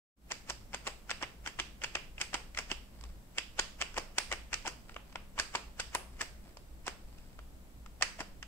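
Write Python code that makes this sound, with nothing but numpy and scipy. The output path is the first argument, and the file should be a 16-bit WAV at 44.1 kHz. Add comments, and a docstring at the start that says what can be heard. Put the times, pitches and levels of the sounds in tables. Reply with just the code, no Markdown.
"""In a small, quiet room, hard vegetable chunks are shaken in a lidded plastic cup near a two-port microphone.
At each turn of the hand they slide along the wall and land in a quick cluster of clacks, each impact
exciting the damped modes of the cup; between shakes a few pieces tap lightly and fingers rub on the lid.
A short reverberation follows the knocks, over faint hiss and a low rumble."""
import sys
import numpy as np
from scipy import signal
from scipy.fft import rfft, irfft, next_fast_len
from scipy.io import wavfile

SR = 44100
rng = np.random.default_rng(int(sys.argv[2]) if len(sys.argv) > 2 else 0)


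def waveform_to_disk(signal):
    """Save audio, clipped to [-1, 1], as 16-bit WAV at the path in sys.argv[1]."""
    frames = np.transpose(np.atleast_2d(signal))
    scaled = np.clip(frames, -1, 1) * 32767
    samples = np.round(scaled).astype(np.int16)
    wavfile.write(sys.argv[1], SR, samples)


N = 373527


# The pile lands at each turn of the hand, one chunk on a corner and one flat. Each row: start in seconds,
# relative clack level in dB, thud and tick in dB over the clack, resonance of the struck spot in Hz,
# the flat chunk's delay in seconds, its clack in dB, its spot in Hz, and the skid level in dB.
PILE_LANDINGS = [(0.3189, -11.5, -9, 1, 2040, -.006, -16, 2450, -47.5),
                 (.4991, -19, -4.5, 7, 1660, .0048, -16.5, 2970, -40.5),
                 (0.7454, -12.5, -4, -2, 1500, -0.0065, -20, 850, -45.5),
                 (0.8746, -14.5, -4, 1, 2640, -0.0056, -15, 1730, -38),
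                 (1.1057, -13, -10.5, -0.5, 3450, .0075, -8.5, 2760, -45),
                 (1.226, -12, -4, -5, 1610, 0.0063, -12.5, 815, -46),
                 (1.474, -13, -11, -5.5, 1890, -0.012, -13.5, 1510, -39),
                 (1.5991, -6.5, -11, -4.5, 2960, -0.0063, -14, 1560, -45),
                 (1.8376, -12, -11.5, -1, 1550, .0065, -8.5, 2680, -44),
                 (1.953, -6.5, -10.5, -6, 2510, 0.0026, -10.5, 3100, -48.5),
                 (2.2138, -7, -16, -1, 2400, 0.0042, -12.5, 2130, -37.5),
                 (2.343, -9, -6, -1, 1350, 0.0044, -11, 3070, -44),
                 (2.5884, -11, -15.5, -0.5, 2500, -0.014, -10.5, 2100, -37.5),
                 (2.7155, -8, -11, -5, 3000, -.014, -20, 700, -39),
                 (3.3839, -5, -14, -4.5, 2940, 0.0066, -18, 2820, -41.5),
                 (3.5957, -5, -6, 1, 3200, -0.004, -8.5, 1520, -40),
                 (3.8148, -8.5, -9, -1.5, 3020, 0.0069, -7, 2860, -42),
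                 (3.982, -14, 3, 2, 690, -.005, -16.5, 860, -37),
                 (4.1849, -5.5, -9.5, 2, 1480, -.002, -6, 1040, -42),
                 (4.3257, -9, -8, -2.5, 2130, -0.0094, -9.5, 2050, -39.5),
                 (4.5417, -8.5, -15, -0.5, 2670, -.0106, -8.5, 1620, -40),
                 (4.6777, -14, -1, 1.5, 1500, -0.012, -17.5, 800, -36),
                 (5.398, -5, -11, 0.5, 1580, -0.0083, -10.5, 1330, -36.5),
                 (5.5552, -10.5, -1.5, -0.5, 2210, -0.0038, -9, 1490, -39),
                 (5.8027, -12, -10.5, 2, 2950, -0.0041, -10, 1480, -42.5),
                 (5.9506, -9, 1, -2.5, 1020, 0.0044, -13.5, 960, -40),
                 (6.2153, -11, -10, -1, 1800, -.0045, -10.5, 1780, -36),
                 (6.8798, -12.5, -1, -4, 1530, -.007, -22, 684, -40.5),
                 (8.0239, -.3, -9, -1.5, 1890, 0.006, -8.5, 1110, -51),
                 (8.2053, -15.5, -2.5, -3, 1730, .007, -19, 920, -43)]
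# Pieces touch just before or after a landing, and a few tap between shakes.
# Each row: the first five columns of a landing.
LIGHT_TAPS = [(.3086, -22.5, -.5, -20, 706), (.7323, -22.5, -15, -8, 2090), (.8785, -22.5, 4, -9.5, 2040),
              (1.0961, -14, -13, -11, 1450), (1.216, -21, -1.5, -20, 1400), (1.2392, -17, -7, -16, 2070),
              (1.5891, -17.5, -3, -15.5, 1810), (1.8184, -19.5, -10, -12, 3080),
              (1.9698, -20.5, -2, -10, 2010), (2.1814, -19, -16, -16, 2400), (2.3315, -20.5, -3, -9, 1770),
              (2.3535, -16, -1, -10, 900), (2.5483, -21.5, -20, -5.5, 2070), (3.0112, -37, 0, 5, 1700),
              (3.0385, -30.5, 2, 3, 1060), (3.9429, -29, -1, -2, 1530), (3.9673, -15, -5, -13, 2820),
              (4.2018, -18.5, -6, -12, 1890), (4.3344, -14, -4, -21, 2030), (4.653, -28, 11, -20, 900),
              (4.6594, -17.5, -20, -8, 2800), (4.895, -25, -4, -11, 1340), (4.9439, -32, -5, -1, 2800),
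              (4.964, -17, -0.5, -15, 1230), (5.126, -34, -2, -3, 900), (5.1573, -14.5, -.5, -11, 1400),
              (5.3795, -20.5, 4, -16, 970), (6.5711, -31.5, 5, 2, 1300), (6.8673, -34, 12, 16, 940),
              (7.1847, -36, -15, -2.5, 2700), (7.3908, -27, 0, -11, 1240), (7.8619, -30, 1, -5, 1270),
              (8.0116, -21, 4.5, -6, 760), (8.1922, -24.5, 3.5, -23, 670), (8.4281, -18.5, -9, -5.5, 1450)]

def contacts(strays=2, stray_db=-17, stray_within_s=.015):
    """Loose bodies collide one by one: lists each contact's start, clack, thud, tick and struck spot."""
    rows = list(LIGHT_TAPS)
    scatter = rng.uniform(-1, 1, (len(PILE_LANDINGS), strays, 2))
    for landing, offsets in zip(PILE_LANDINGS, scatter):
        start, db, thud_db, tick_db, spot_hz, delay_s, flat_db, flat_hz, _ = landing
        flat = (thud_db + 3, tick_db - 5.5)  # a flat face thuds more and ticks less than a corner
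        rows.append((start, db, thud_db, tick_db, spot_hz))
        rows.append((start + delay_s, flat_db, *flat, flat_hz))
        for when, where in offsets:  # smaller pieces touch down at random
            rows.append((start + stray_within_s * when, db + stray_db, *flat, spot_hz * 2 ** (where / 2)))
    return rows


# Modes of the hand-damped cup. Each row: frequency in Hz, relative level in dB, 60 dB decay in seconds.
CUP_MODES = [(467, -8, .014), (610, -3.5, 0.023), (794, 0.5, 0.018), (990, 2, 0.018), (1170, 0, 0.017),
             (1410, -1.5, 0.023), (1620, -6, 0.018), (1854, -4, 0.027), (2157, 1.5, 0.015),
             (2590, -10, .01), (2660, 0, 0.016), (3132, -1, 0.023), (3505, 5, 0.008), (4200, 4, 0.007),
             (4685, -1, 0.026), (5380, 7.5, 0.0086), (6070, -2.5, 0.019), (6230, -16.5, 0.002),
             (7150, 2.5, 0.0094), (7880, -1.5, 0.014), (10040, -14, 0.01)]
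# Hard flesh cracks and scrapes on plastic. Each row: frequency in Hz, relative spectral density in dB.
CRACK_SPECTRUM = [(60, -28.5), (200, -7.5), (500, -3.5), (1100, -2), (2900, -1.5), (3900, -16.5),
                  (4900, -6.5), (6200, -8), (8000, -7.5), (9200, -22.5), (11500, -26), (16000, -30)]
# The flesh passes little bass or extreme treble. Each row: frequency in Hz, gain in dB.
FLESH_RESPONSE = [(150, -19), (380, -6), (600, -1.5), (8500, -1.5), (11500, -7.5), (15000, -12)]
CRUSH_S = .004  # the flesh crunches this long before it stops dead

def knock(thud_db, tick_db, spot_hz, spot_db=7.5, spot_width=0.12, crack_t60=0.017):
    """Impact excitation: a blow rings the cup, and contact hardness shares the energy among bands."""
    t = np.arange(SR // 25) / SR - CRUSH_S
    after = np.maximum(t, 0)
    force_db = np.where(t < 0, -7 + 18 * t / CRUSH_S, -60 * after / crack_t60)  # rising crunch, then crack
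    crack = coloured(rng.standard_normal((2, len(t))), CRACK_SPECTRUM) * amp(force_db)
    crack = correlated(crack, [(800, 0.82), (2500, 0.59), (5000, 0.082)])  # the wall scatters its treble
    spectrum = rfft(unit(ringing(CUP_MODES, after, detune=0.031)) + unit(crack))
    hz = np.linspace(1, SR / 2, spectrum.shape[1])
    spectrum *= amp(spot_db * resonance(hz, spot_hz, spot_width))
    power = np.mean(abs(spectrum) ** 2, axis=0) / len(hz)
    bands_hz = [(300, 1300), (1300, 3700), (3700, 10000)]
    thud, clack, tick = [10 * np.log10(power[(hz > lo) & (hz < hi)].sum()) for lo, hi in bands_hz]
    hardness = [(1100, thud_db - thud), (1500, -clack), (3300, -clack), (4200, tick_db - tick)]
    return irfft(spectrum * amp(along(hardness, hz) + along(FLESH_RESPONSE, hz)))


# Clusters of close wall modes.
# Each row: centre in Hz, width in Hz, relative level in dB, 60 dB decay in seconds.
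WALL_CLUSTERS = [(2100, 160, -44, .25), (2420, 110, -39.5, .28), (2680, 160, -37, .28),
                 (2950, 200, -39, .28), (4620, 170, -38, .25), (4890, 170, -34.5, .27)]

def chunks(knock_db=2.8, ring_db=-9, near_spot_db=3.5):
    """Superposition: every contact knocks the cup, and the blows' energies add in the wall's faint ring."""
    out, t = np.zeros((2, N)), np.arange(SR // 4) / SR
    touches = contacts()
    for start, db, thud_db, tick_db, spot_hz in touches:
        add(out, start - CRUSH_S, amp(db + knock_db) * knock(thud_db, tick_db, spot_hz))
    start, db, _, tick_db, spot_hz = np.transpose(touches)
    for hz, width, mode_db, t60 in WALL_CLUSTERS:
        drive_db = db + tick_db * (hz > 3700)  # hard, ticking blows drive the high modes
        drive_db += near_spot_db * resonance(hz, spot_hz, width=0.15)
        blows = np.bincount((start * SR).astype(int), amp(drive_db + ring_db) ** 2, N)
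        energy = signal.oaconvolve(blows, amp(mode_db - 60 * t / t60) ** 2)[:N]
        out += np.sqrt(abs(energy)) * np.array([noise_band(hz, width), noise_band(hz, width)])
    return out


def skids(ramp_db=39.6, rise_s=0.059, fall_s=0.062, slips_per_s=4000):
    """Sliding friction: tiny slips grow louder as the pile nears the wall and fade as it settles."""
    t, level = np.arange(N) / SR, np.zeros(N)
    for start, *_, db in PILE_LANDINGS:
        centre = round(start * SR)
        near = slice(max(centre - SR // 5, 0), centre + SR // 5)
        ramp = np.maximum((start - t[near]) / rise_s, (t[near] - start) / fall_s)
        level[near] += amp(db - ramp_db * ramp)
    slips = rng.standard_normal((2, N)) * (rng.random(N) < slips_per_s / SR)
    scrape = correlated(coloured(slips, CRACK_SPECTRUM), [(800, 0.75), (2500, 0.91), (5000, .1)])
    return level * unit(scrape)


# The cup swings in the hand. 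Each row: frequency in Hz, relative level in dB, 60 dB decay in seconds.
SWING_MODES = [(146, -8, 0.02), (227, 5.5, 0.016), (302, -3.5, 0.041), (369, 2, 0.042)]

def jolts(level_db=-36.5, db_per_thud_db=.25, upstroke_db=-11, attack_s=0.0015):
    """Momentum transfer: each landing bumps the cup against the fingers, harder on the downstroke."""
    out, t = np.zeros(N), np.arange(SR // 12) / SR
    for k, (start, db, thud_db, *_) in enumerate(PILE_LANDINGS):
        bump = ringing(SWING_MODES, t, detune=0.044) * (1 - np.exp(-t / attack_s))
        bump_db = level_db + db_per_thud_db * (db + thud_db) + upstroke_db * (k % 2 == 0)
        add(out, start, amp(bump_db) * bump)
    return out


# Each row: start in seconds, relative level in dB, 60 dB decay in seconds.
CORNER_SNAPS = [(2.2123, -30, 0.0089), (2.3431, -33, .004), (3.976, -36, .008), (4.1845, -25, 0.012),
                (5.396, -33, .006), (5.9497, -16, 0.0014), (6.2153, -32, .007), (8.0235, -28, 0.0077)]
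# Each row: frequency in Hz, relative spectral density in dB.
SNAP_SPECTRUM = [(4000, -25), (8500, 6), (10000, 12), (11500, -9), (15000, -5)]

def snaps(level_db=-6):
    """A brief contact has a bright spectrum: sharp corners click on the plastic."""
    out, t = np.zeros((2, N)), np.arange(SR // 50) / SR
    for start, db, t60 in CORNER_SNAPS:
        noise = unit(coloured(rng.standard_normal((2, len(t))), SNAP_SPECTRUM))
        add(out, start, amp(db + level_db - 60 * t / t60) * noise)
    return out


# Fingers shift on the lid. Each row: centre in seconds, level in dB, half-width in seconds.
GRIP_SHIFTS = [(3.053, -60.5, 0.11), (4.898, -57.5, 0.049), (5.1, -62, 0.05), (6.157, -63, 0.055),
               (6.48, -61, 0.058), (7.218, -65, 0.22)]
# Each row: frequency in Hz, relative spectral density in dB.
SKIN_SPECTRUM = [(80, 9.5), (200, 8), (500, 1.5), (1200, -3.5), (2200, -3), (3800, -10), (4900, -3),
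                 (6500, -19), (8000, -7), (10000, -30)]

def fingers(slips_per_s=700):
    """Stick-slip friction of skin on plastic makes a faint, dull crackle."""
    t = np.arange(N) / SR
    level = sum(amp(db) * np.exp(-((t - centre) / width) ** 2) for centre, db, width in GRIP_SHIFTS)
    slips = rng.standard_normal(N) * (rng.random(N) < slips_per_s / SR)
    return level * unit(coloured(slips, SKIN_SPECTRUM))


# Each row: frequency in Hz, reverberation time in seconds.
REVERB_TIMES = [(200, 0.53), (600, 0.43), (2500, 0.41), (5000, 0.42), (10000, 0.37)]
# Each row: frequency in Hz, gain of the reflections in dB.
REVERB_COLOUR = [(100, -20), (250, -4), (400, 2.5), (900, -1), (1700, -1.5), (3000, -0.5), (4000, 1),
                 (5200, -1), (7000, -2), (9300, 4), (15000, 7)]
# Each row: frequency in Hz, left minus right level of the reflections in dB.
REVERB_BALANCE = [(60, -1.5), (120, -4), (240, -2), (480, -0.5), (950, 0), (1890, 2.5), (3770, -14),
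                  (7520, 2), (15000, -8)]

def reverberation(x, build_s=0.0011, delay_s=0.0009):
    """Diffuse field: the room stores the energy of each band and releases it in exponential decay."""
    hz, t, spectra = signal.stft(x, SR, nperseg=128)
    age = np.maximum(t[t < .5] - delay_s, 0)
    decay = (amp(-60 * age / along(REVERB_TIMES, hz)[:, None]) * (1 - np.exp(-age / build_s))) ** 2
    decay /= np.mean(decay.sum(axis=1))
    power = np.mean(abs(spectra) ** 2, axis=0)
    energy = signal.fftconvolve(power, decay, axes=1)[:, :len(t)]
    noise = signal.stft(rng.standard_normal((2, N)), SR, nperseg=128)[2]
    wash = signal.istft(noise / np.std(noise) * np.sqrt(abs(energy)), SR, nperseg=128)[1][:, :N]
    wash = correlated(wash, [(200, 1.0), (900, 0.22), (2000, 0.048), (4000, 0)])
    return ports(coloured(wash, REVERB_COLOUR), REVERB_BALANCE, lead_ms=0)


# Each row: frequency in Hz, relative spectral density of the room tone in dB.
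AIR_SPECTRUM = [(12, -3), (24, 2), (40, -5), (60, -2), (85, -13.5), (190, -13), (330, -19.5), (450, -24),
                (560, -22.5), (1100, -29.5), (2500, -34.5), (5500, -38), (9000, -39), (15500, -39)]
# Each row: frequency in Hz, left-right correlation of the room tone.
AIR_CORRELATION = [(60, 0.75), (180, 0.91), (550, 0.51), (1650, -0.24), (4970, 0.039), (15000, -0.087)]
# Low hums and a thin treble hiss. Each row: centre in Hz, width in Hz, level in dB.
HUMS = [(26, 6.7, -60), (54.7, 14.2, -58), (117.5, 12, -72), (197.5, 14, -71), (7770, 470, -81.5)]
# The rumble rises and falls. Each row: time in seconds, contour in dB before centring and scaling.
RUMBLE_CONTOUR = [(0.36, -61), (0.4, -55), (1.15, -56.5), (2.96, -53), (3.16, -48), (3.27, -61),
                  (3.63, -50), (3.79, -57), (3.97, -51), (4.15, -61), (4.29, -51), (5.1, -56), (5.35, -49),
                  (5.51, -57), (5.96, -53), (8.47, -54)]

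def room_tone(air_db=-53, swell_depth=0.44):
    """Ambient noise: a broad hiss and narrow, wavering hums, amplitude-modulated in the bass."""
    air = unit(correlated(coloured(rng.standard_normal((2, N)), AIR_SPECTRUM), AIR_CORRELATION))
    tone = amp(air_db) * air + sum(amp(db) * noise_band(hz, width) for hz, width, db in HUMS)
    times, db = np.transpose(RUMBLE_CONTOUR)
    swell = amp(swell_depth * np.interp(np.arange(N) / SR, times, db - np.mean(db)))
    return tone + (swell - 1) * coloured(tone, [(80, 3.5), (200, -39)])


def ringing(modes, t, detune, spread_db=2.5):
    """Modal sum: each point of impact gives the damped modes new strengths, signs and tuning."""
    hz, db, t60 = np.transpose(modes)[:, :, None]
    size, shift, sign = rng.standard_normal((3, len(modes), 1))
    envelope = np.sign(sign) * amp(db + spread_db * size - 60 * t / t60)
    return np.sum(envelope * np.sin(2 * np.pi * hz * (1 + detune * shift) * t), axis=0)


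def resonance(hz, spot_hz, width):
    """The struck spot favours frequencies near its own: a bell curve in log frequency."""
    return np.exp(-(np.log(hz / spot_hz) / width) ** 2)


def ports(x, balance, lead_ms):
    """Level and time differences share x between the two ports; the left leads by lead_ms."""
    def response(hz):
        left = amp(along(balance, hz))
        phase = np.exp(1j * np.pi * hz * lead_ms / 1000)
        return np.array([left * phase, 1 / phase]) * np.sqrt(2 / (1 + left ** 2))
    return filtered(x, response)


def correlated(pair, correlation):
    """Mid-side mixing gives two independent signals a correlation set by (Hz, value) points."""
    def response(hz):
        angle = np.arccos(np.clip(along(correlation, hz), -1, 1)) / 2
        return np.array([np.cos(angle), np.sin(angle)])
    mid, side = filtered(pair, response)
    return np.array([mid + side, mid - side])


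def noise_band(centre, width):
    """Band-pass noise of rms 1."""
    return unit(filtered(rng.standard_normal(N), lambda hz: 1 / (1 + (2 * (hz - centre) / width) ** 4)))


def coloured(x, points):
    """Spectral shaping by a (Hz, dB) curve."""
    return filtered(x, lambda hz: amp(along(points, hz)))


def filtered(x, response):
    """Linear filtering: the spectrum times a frequency response."""
    n = x.shape[-1]
    padded = next_fast_len(n + 8192)
    return irfft(rfft(x, padded) * response(np.fft.rfftfreq(padded, 1 / SR)), padded)[..., :n]


def along(points, hz):
    """Interpolation of (Hz, value) points in log frequency."""
    knots_hz, values = np.transpose(points)
    return np.interp(np.log(hz + 1), np.log(knots_hz + 1), values)


def add(track, start, x):
    """Superposition of x on the track from start seconds on."""
    part = track[..., max(round(start * SR), 0):][..., :x.shape[-1]]
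    part += x[..., :part.shape[-1]]


def amp(db):
    """Decibels to gain."""
    return 10 ** (np.asarray(db) / 20)


def unit(x):
    """Normalisation to rms 1."""
    return x / np.sqrt(np.mean(x ** 2) + 1e-20)


# The two ports hear the cup differently. Each row: frequency in Hz, left minus right level in dB.
DIRECT_BALANCE = [(250, -1.5), (600, 2), (1200, 2), (2150, 5), (2700, -2), (3400, -14.5), (4900, -16),
                  (6200, -7), (7500, 3), (9500, 10), (12000, -10)]

def scene(reverb_db=-10):
    """The direct sound of the cup, its reverberant field and the room tone add linearly."""
    cup = chunks() + skids() + jolts() + snaps() + fingers()
    return ports(cup, DIRECT_BALANCE, lead_ms=0.11) + amp(reverb_db) * reverberation(cup) + room_tone()


# Each row: time in seconds, gain in dB.
FADE_IN = [(.14, -83), (0.172, -16.5), (.22, -8), (.29, -0.5)]

def record(dry):
    """A quick fade-in and an ideal low-pass filter."""
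    fade = amp(np.interp(np.arange(N) / SR, *np.transpose(FADE_IN)))
    return filtered(dry * fade, lambda hz: hz < 15700)


dry = scene()
out = record(dry)
waveform_to_disk(out)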